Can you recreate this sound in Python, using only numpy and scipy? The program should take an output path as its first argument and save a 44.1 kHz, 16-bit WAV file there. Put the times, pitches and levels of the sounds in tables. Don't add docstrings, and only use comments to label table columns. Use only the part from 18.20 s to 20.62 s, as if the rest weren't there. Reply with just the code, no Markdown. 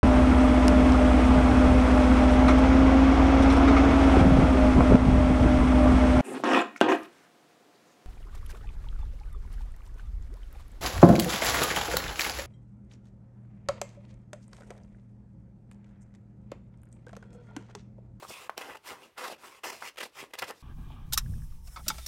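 import sys
import numpy as np
from scipy import signal
from scipy.io import wavfile
from scipy.ndimage import uniform_filter1d

SR = 44100
rng = np.random.default_rng(int(sys.argv[2]) if len(sys.argv) > 2 else 0)


def transcribe(signal):
    frames = np.atleast_2d(signal).T
    limited = np.clip(frames, -1, 1)
    pcm = np.round(limited * 32767).astype(np.int16)
    wavfile.write(sys.argv[1], SR, pcm)


def nominal_scale(level):
    x = np.asarray(level, float) / 20
    return 10 ** x


N = 106942

# (f/Hz, level/dB, width/Hz; resonators are kept at least 80 Hz wide)
BLADES = [(2830, -19, 840), (4360, -6, 33), (5070, -0.5, 330), (5660, 2, 880), (7200, -6, 580),
          (7960, -36, 170)]


def evened(x):
    return x / np.sqrt(np.mean(x ** 2) + 1e-20)


def read(points, hz):
    f, value = np.transpose(points)
    return np.interp(np.log(hz + 1), np.log(f + 1), value)


def add(mix, s, sound):
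    part = mix[round(s * SR):][:len(sound)]
    part += sound[:len(part)]


def colour(x, points):
    hz = np.abs(np.fft.fftfreq(4096, 1 / SR))
    log_gain = np.log(nominal_scale(np.maximum(read(points, hz), -90)))
    taps = np.fft.ifft(np.exp(np.conj(signal.hilbert(log_gain)))).real[:2048]
    return signal.oaconvolve(x, taps)[:len(x)]


def resonate(x, hz, width_hz):
    turn = np.exp(2j * np.pi * np.cumsum(hz * np.ones(len(x))) / SR)
    r = np.exp(-np.pi * width_hz / SR)
    smoothed = signal.lfilter([1 - r], [1, -r], x / turn + 1e-18)
    return 2 * (turn * smoothed).real


def crackle(per_s, spread_db, clump_db, clump_s, hiss):
    hit, size = rng.random(N), rng.exponential(1, N)
    sign, slow, fine = rng.standard_normal((3, N))
    wide = max(int(clump_s * SR), 2)
    swell = uniform_filter1d(uniform_filter1d(slow, wide), wide)
    clumps = nominal_scale(clump_db * evened(swell))
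    clicks = (hit < per_s / SR) * np.sign(sign) * nominal_scale(spread_db * np.minimum(size, 4))
    return evened(clumps * (evened(clicks) + hiss * fine))


def flexing(x, patchy_db):
    z = signal.stft(x, nperseg=512, noverlap=384)[2]
    patches = rng.standard_normal(z.shape[::-1]).T
    patches = uniform_filter1d(patches, size=3, axis=0)
    patches = evened(uniform_filter1d(patches, size=12, axis=1))
    return evened(signal.istft(z * nominal_scale(patchy_db * patches), nperseg=512, noverlap=384)[1][:N])


def paper(strokes, drive, fine, sheet, treble, drum, drum_hz, ring_db):
    # (t/s, surge/dB, half-length/s)
    jerks = [(0.075, 0, 0.011), (0.395, -0.5, 0.0037), (0.408, 0, .003), (0.415, 5.5, 0.005),
             (.507, 8, 0.00074), (0.543, -9, 0.0047), (0.557, 1.5, 0.0022), (0.565, -12, 0.0047),
             (0.982, 4.5, 0.0069), (1.042, 2.5, 0.0049), (1.081, 9, 0.0065), (1.493, -3, .003),
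             (1.505, 6, 0.0067), (1.539, 2, 0.0043), (1.564, 3, .002), (1.76, 23, 0.0031),
             (1.773, 14.5, 0.0013), (1.78, 6.5, 0.0018), (1.787, 0.5, .002), (1.807, 6, 0.0054),
             (1.814, 2.5, 0.0025), (1.822, -7, 0.0041), (1.827, 1, .003), (1.832, 4.5, 0.006),
             (2.154, 16, 0.0014), (2.199, 3.5, 0.0018), (2.274, -1.5, .004), (2.282, 8, 0.0016),
             (2.291, 6, 0.0034)]
    # (f/Hz, level/dB per Hz)
    rasp_spectrum = [(1500, -32), (2000, 0.5), (2600, 4), (3500, -3.5), (4500, -34)]
    # (f/Hz, level/dB, width/Hz)
    sheet_modes = [(520, -20, 89), (770, -19, 40), (957, -17.5, 35), (1468, -24.5, 20), (2465, -25.5, 14)]
    jerk_rise = 0.7
    deep_hz, deep_db_per_octave = 800, -18

    t, level_db, rasp_db, top_db, hz = np.transpose(sorted(sum(map(list, strokes), [])))
    now = np.arange(N) / SR
    moving = sum((now >= rows[0][0]) & (now <= rows[-1][0]) for rows in strokes) > 0
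    level = uniform_filter1d(moving * 1., 200) * nominal_scale(np.interp(now, t, level_db))
    surge_db = np.zeros(N)
    for s, db, half_s in jerks:
        length = np.where(now < s, jerk_rise * half_s, half_s)
        surge_db += db * np.exp(-((now - s) / length) ** 2)
    level = level * nominal_scale(surge_db)

    centre = np.exp(np.interp(now, t, np.log(hz)))
    body = evened(colour(drive, sheet))
    deep = signal.filtfilt(*signal.butter(2, 550, fs=SR), body)
    body = body + deep * (nominal_scale(deep_db_per_octave * np.log2(centre / deep_hz)) - 1)
    body = evened(body + drum * evened(resonate(drive, centre, drum_hz)))
    body = body + sum(nominal_scale(db) * evened(resonate(drive, f, w)) for f, db, w in sheet_modes)

    rasp = nominal_scale(np.interp(now, t, rasp_db)) * evened(colour(drive, rasp_spectrum))
    top = level * nominal_scale(np.interp(now, t, top_db))
    middles = [np.mean(rows, 0)[0] for rows in strokes]
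    strike = nominal_scale(np.interp(now, middles, ring_db)) * top * fine
    ring = np.zeros(N)
    for f, db, w in BLADES:
        ring += nominal_scale(db) * np.sqrt(SR / w / 20) * resonate(strike, f, max(w, 80))
    return level * (body + rasp) + top * evened(colour(fine, treble)) + ring


def sliding(rub):
    # (t/s, sheet level/dB, rasp over it/dB, treble over it/dB, centre of drumming f/Hz)
    slides = [
        [(0.0, -51.5, -8, -2, 638), (0.018, -69.5, 10, 9, 680), (0.026, -50, -3.5, -1.5, 726),
         (0.06, -49.5, -18, -6.5, 990), (0.072, -63, 2, 6.5, 925), (0.098, -52, -4, 11.5, 630),
         (0.106, -47, -6, -1, 648), (0.12, -52.5, 4, 6, 630), (0.17, -52, 2, -1, 1510),
         (0.246, -50.5, -2, -2.5, 1160), (0.282, -55.5, -12, -9, 1150)],
        [(0.62, -77, -3, -3, 1130), (0.65, -53, -4, -4.5, 1240), (0.678, -47, -4.5, 3, 1010),
         (0.708, -42.5, -5, -8, 790), (0.726, -47.5, -5.5, -5.5, 808), (0.766, -54.5, -8.5, -11.5, 850),
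         (0.812, -56.5, -7, -9, 710), (0.838, -58.5, 3.5, -3, 600), (0.862, -60.5, 0, -3.5, 514),
         (0.906, -70, -6, -10, 695), (0.94, -71, -8, -27, 698)],
        [(1.18, -61, -4, -9, 869), (1.208, -59.5, -6, -1.5, 760), (1.248, -46, -10.5, -9.5, 940),
         (1.258, -49, -5, -2.5, 980), (1.306, -56, -5, -4.5, 1030), (1.35, -55.5, -4, -7, 1050),
         (1.364, -59.5, -2, 0, 1180), (1.392, -53.5, -3.5, -12, 1260), (1.404, -76, -10, 0, 1260),
         (1.42, -86, -5, -7, 1260)],
        [(1.6, -59, 5, -3, 1200), (1.614, -57.5, 4, 3, 1200), (1.622, -41.5, -15, -16, 1210),
         (1.642, -44.5, -5.5, -8.5, 1070), (1.686, -47, 6.5, -3, 1060), (1.734, -75, -12, -11, 935),
         (1.75, -63, -6, -4, 950)],
        [(1.92, -70, -8, -5, 933), (1.938, -69, 3, 0, 1040), (1.958, -51, -2.5, -7, 1260),
         (2.008, -41, -2, -5.5, 1350), (2.02, -50.5, 6.5, -3, 1200), (2.032, -44.5, -7.5, -12, 920),
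         (2.058, -61, -1, -3.5, 648), (2.09, -68, -18, -11, 660), (2.112, -61, -1, -9, 578),
         (2.12, -78, -9, -9, 580)],
    ]
    # (f/Hz, level/dB per Hz)
    slide_sheet = [(59, -61), (100, -22.5), (396, -2), (720, -6), (1080, 0), (2100, -7.5), (2730, -29),
                   (4620, -120)]
    slide_treble = [(2060, -36.5), (3500, -1), (5640, -2), (6360, -3), (8050, -2), (9560, -5.5),
                    (11000, -7), (13800, -10.5), (16000, -14.5)]
    slide_ring_db = [-27, -4, -10.5, 2.5, -9.5]
    return paper(slides, rub, rub, slide_sheet, slide_treble, drum=0.057, drum_hz=950, ring_db=slide_ring_db)


def room(x):
    # (f/Hz, t60/s)
    decay = [(250, 0.37), (1000, 0.17), (4000, 0.18), (12000, 0.069)]
    taps = np.zeros(SR // 2)
    at = np.arange(200, len(taps) - 20, 20)
    taps[at + rng.integers(0, 20, len(at))] = rng.choice([-1., 1.], len(at))
    hz, t, z = signal.stft(taps, SR, nperseg=256)
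    fading = z * nominal_scale(-60 * t / read(decay, hz)[:, None])
    tail = signal.istft(fading, SR, nperseg=256)[1]
    return signal.fftconvolve(x, tail / np.linalg.norm(tail))[:N]


def air():
    # (f/Hz, level/dB per Hz)
    hush_spectrum = [(88, 0.5), (150, -8), (1390, -6), (3290, -10.5), (7920, -20), (13400, -19.5),
                     (14200, -33), (16000, -24)]
    rumble_spectrum = [(12, -40), (20, -65), (65, -2), (97, -2), (140, 2.5), (170, -3.5), (220, 1),
                       (370, -120)]
    # (t/s, level/dB)
    sway_points = [(0.0, -76), (0.095, -65), (0.108, -60), (0.13, -67.5), (0.45, -74), (0.52, -62),
                   (0.61, -81), (0.73, -65), (0.8, -80), (1.44, -80), (1.6, -64.5), (1.74, -92),
                   (1.86, -80), (1.91, -91), (2.03, -61), (2.08, -93), (2.24, -55.5), (2.26, -68.5),
                   (2.42, -80)]
    hush_db = -70
    a, b, c = rng.standard_normal((3, N))
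    lumps = nominal_scale(2.5 * evened(uniform_filter1d(uniform_filter1d(c, 1000), 1000)))
    sway = nominal_scale(np.interp(np.arange(N) / SR, *np.transpose(sway_points)))
    rumble = sway * evened(lumps * colour(b, rumble_spectrum))
    return nominal_scale(hush_db) * evened(colour(a, hush_spectrum)) + rumble


def pop(s, peak_db, hz, rebound_db, rebound_s):
    t = np.arange(3000) / SR
    push = np.sin(2 * np.pi * hz * t) * (t * hz) ** 1.25 * np.exp(-t * hz * 3.34)
    push = signal.lfilter(*signal.butter(3, hz * 0.45, "high", fs=SR), push)
    push = push / abs(push).max()
    rattle_noise, crack_noise = rng.standard_normal((2, len(t)))
    flutter = nominal_scale(-37.0 - 60 * t / 0.21) * np.minimum(t / 0.0013, 1)
    rebound = nominal_scale(rebound_db - 2.5) * np.exp(-((t - rebound_s) / 0.0027) ** 2)
    rattle = (flutter + rebound) * evened(resonate(rattle_noise, hz * 1.31, 600))
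    crack = nominal_scale(-30 - 60 * t / 0.0028) * resonate(resonate(crack_noise, 3000, 4000), 3000, 4000)
    second_crack = np.roll(crack, int(rebound_s * SR)) / 2
    return s, nominal_scale(peak_db) * (push + rattle + crack + second_crack)


def cutting(snaps, rub):
    # (t/s, sheet level/dB, rasp near 2.7 kHz over it/dB, treble over it/dB,
    # centre of the sheet's drumming f/Hz)
    cuts = [
        [(0.365, -64, -3, -26, 570), (0.377, -47.5, 5.5, 1, 570), (0.405, -43.5, -8.5, -9, 940),
         (0.421, -40, -0.5, -10.5, 970), (0.433, -44, -7, -10, 970), (0.455, -45, -6, -9.5, 700),
         (0.467, -49, -5, -7, 590), (0.505, -40.5, -12, -16.5, 881), (0.521, -46, -6, -11, 960),
         (0.561, -46, -7, -11, 800), (0.571, -49, 3.5, -3, 793), (0.585, -69, -24, -12, 823),
         (0.6, -76, -6, -2, 900)],
        [(0.95, -76, -25, -32, 1550), (0.98, -40, -10, -7.5, 1250), (1.036, -38.5, -8, -7.5, 1040),
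         (1.05, -35.5, -10, -7, 930), (1.088, -47.5, -6, -3, 770), (1.124, -44, -8, -2.5, 590),
         (1.138, -55, 1, -2, 636), (1.149, -51.5, 2, -5, 710), (1.155, -70, -2, -4, 700),
         (1.17, -55, -6, -9, 836)],
        [(1.425, -117, -15, -13, 1200), (1.432, -73, -1, 2, 1140), (1.436, -38, 0.5, -14, 1100),
         (1.443, -35.5, -3, -9.5, 1030), (1.463, -39.5, -6, -7, 880), (1.505, -42, -6, -9, 890),
         (1.511, -50.5, -12, -8, 890), (1.527, -44.5, -4.5, -6, 710), (1.581, -57.5, 2, 1.5, 716),
         (1.6, -59, 1, 2, 784)],
        [(1.755, -73, 6, -6, 1130), (1.759, -78.5, 0, -5, 1070), (1.787, -36.5, 1.5, -4, 1130),
         (1.795, -46.5, -5, -5.5, 1230), (1.807, -38.5, -1.5, -5.5, 1180), (1.824, -44, 2, -0.5, 560),
         (1.839, -42.5, -1, 1.5, 655), (1.845, -56, 2, 8, 630), (1.859, -49, 2, 2, 574),
         (1.879, -71, 3, 9, 578), (1.891, -68, -18, -2, 574), (1.9, -77, -3, 14, 569)],
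    ]
    last_cut = [(2.125, -80, -10, -14, 1180), (2.132, -66, -9, -14, 1180), (2.137, -33, -7, -8, 1700),
                (2.145, -39.5, -8.5, -10, 1730), (2.155, -55.5, -5, -6, 1610), (2.171, -70, -20, 0, 1500),
                (2.185, -39, -19, -13, 1470), (2.193, -42.5, 5.5, 8.5, 1210), (2.198, -46.5, 3.5, 7, 1210),
                (2.202, -47.5, -14, -1, 1150), (2.219, -46, -13, -5, 890), (2.222, -30.5, -6, -21, 1080),
                (2.231, -32, -11, -25, 1140), (2.243, -40, -4, -5, 1190), (2.261, -54, -13, -5, 1160),
                (2.281, -50.5, 2.5, 2, 840), (2.299, -44.5, -8, -1.5, 800), (2.305, -37, -12, -15, 776),
                (2.331, -54.5, -40, -11, 770), (2.347, -68.5, 1, 3, 823), (2.381, -64.5, -11, 3, 580),
                (2.389, -73.5, 1, 8, 572), (2.42, -67, 3, 11.5, 754)]
    # (f/Hz, level/dB per Hz)
    cut_sheet = [(59, -79), (100, -24.5), (284, -11.5), (461, -5.5), (990, -6.5), (2100, -3.5), (2730, -43),
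                 (4620, -120)]
    cut_treble = [(2060, -62), (3500, -1), (4000, 2), (5090, 1.5), (6530, -3), (8500, -5), (12400, -8.5),
                  (14500, -12), (15900, -21), (16400, -18)]
    cut_ring_db = [-4.5, -16, 7, -26, -20]
    fine = evened(snaps + 1.1 * rub)
    return paper(cuts + [last_cut], snaps, fine, cut_sheet, cut_treble, drum=0.31, drum_hz=200,
                 ring_db=cut_ring_db)


def bite(s, level_db, t60):
    t = np.arange(2048) / SR
    spectrum = [(150, -48), (600, -0.5), (2500, 8), (6000, 1.5), (15000, 0.0)]  # (f/Hz, level/dB per Hz)
    burst = evened(colour(rng.standard_normal(len(t)), spectrum))
    steel = sum(nominal_scale(db) * resonate(burst, f, max(w, 80)) / np.sqrt(w) for f, db, w in BLADES)
    burst = evened(burst + 0.7 * evened(steel))
    decay = nominal_scale(level_db - 60 * np.maximum(t - .001, 0) / t60)
    return s - .001, decay * np.minimum(t / 0.0013, 1) * burst


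def scene():
    # (t/s, push level/dB,
    # pitch f/Hz, # rebound level over it/dB before a fixed trim, rebound delay/s)
    pops = [(0.0261, -33.5, 605, -8.5, 0.0054), (0.0499, -32, 930, -31, 0.0032),
            (.1055, -33, 624, -29, 0.0097), (0.2951, -17, 1040, -20, 0.0032),
            (0.3788, -33, 390, -7.5, 0.001), (1.0615, -35, 800, -26, 0.0031),
            (1.0995, -29, 800, -19, 0.0043), (1.1152, -31, 714, -15, 0.0028),
            (1.1229, -35, 490, -5, 0.0053), (1.4567, -27.5, 800, -6.5, 0.0051),
            (1.524, -36.5, 680, -5.5, 0.0024), (1.6238, -24.5, 1250, -12, 0.002),
            (2.028, -33.5, 430, -7, 0.012), (1.856, -40.5, 590, -6, 0.0087),
            (2.2207, -32, 1180, 3.5, 0.0063), (2.302, -54, 777, -21, 0.0042)]
    # (t/s, level/dB, t60/s)
    bites = [(0.3788, -24, 0.0097), (2.1885, -30, 0.02), (2.2212, -32, .02), (2.3088, -29, 0.005)]
    room_db = -17
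    snaps = crackle(per_s=9000, spread_db=3.3, clump_db=1.3, clump_s=0.00076, hiss=0.8)
    rub = crackle(per_s=9000, spread_db=3.2, clump_db=0.98, clump_s=0.0012, hiss=0.54)
    snaps, rub = flexing(snaps, patchy_db=1.5), flexing(rub, patchy_db=2.15)
    near = sliding(rub) + cutting(snaps, rub)
    for row in pops:
        add(near, *pop(*row))
    for row in bites:
        add(near, *bite(*row))
    near = colour(near, [(30, -22), (120, -2.0), (300, -0.5), (16000, -4.5)])
    return (near + nominal_scale(room_db) * room(near) + air())[None]


def band_limit(x):
    return signal.sosfilt(signal.butter(12, 16460, fs=SR, output="sos"), x)


def record(dry):
    mic_low_hz = 51.7
    thin = signal.lfilter(*signal.butter(2, mic_low_hz, "high", fs=SR), dry)
    edge = signal.firwin(511, 16000, window=("kaiser", 9), fs=SR)
    return band_limit(signal.oaconvolve(thin, edge[None], "same"))


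dry = scene()
out = record(dry)
transcribe(out)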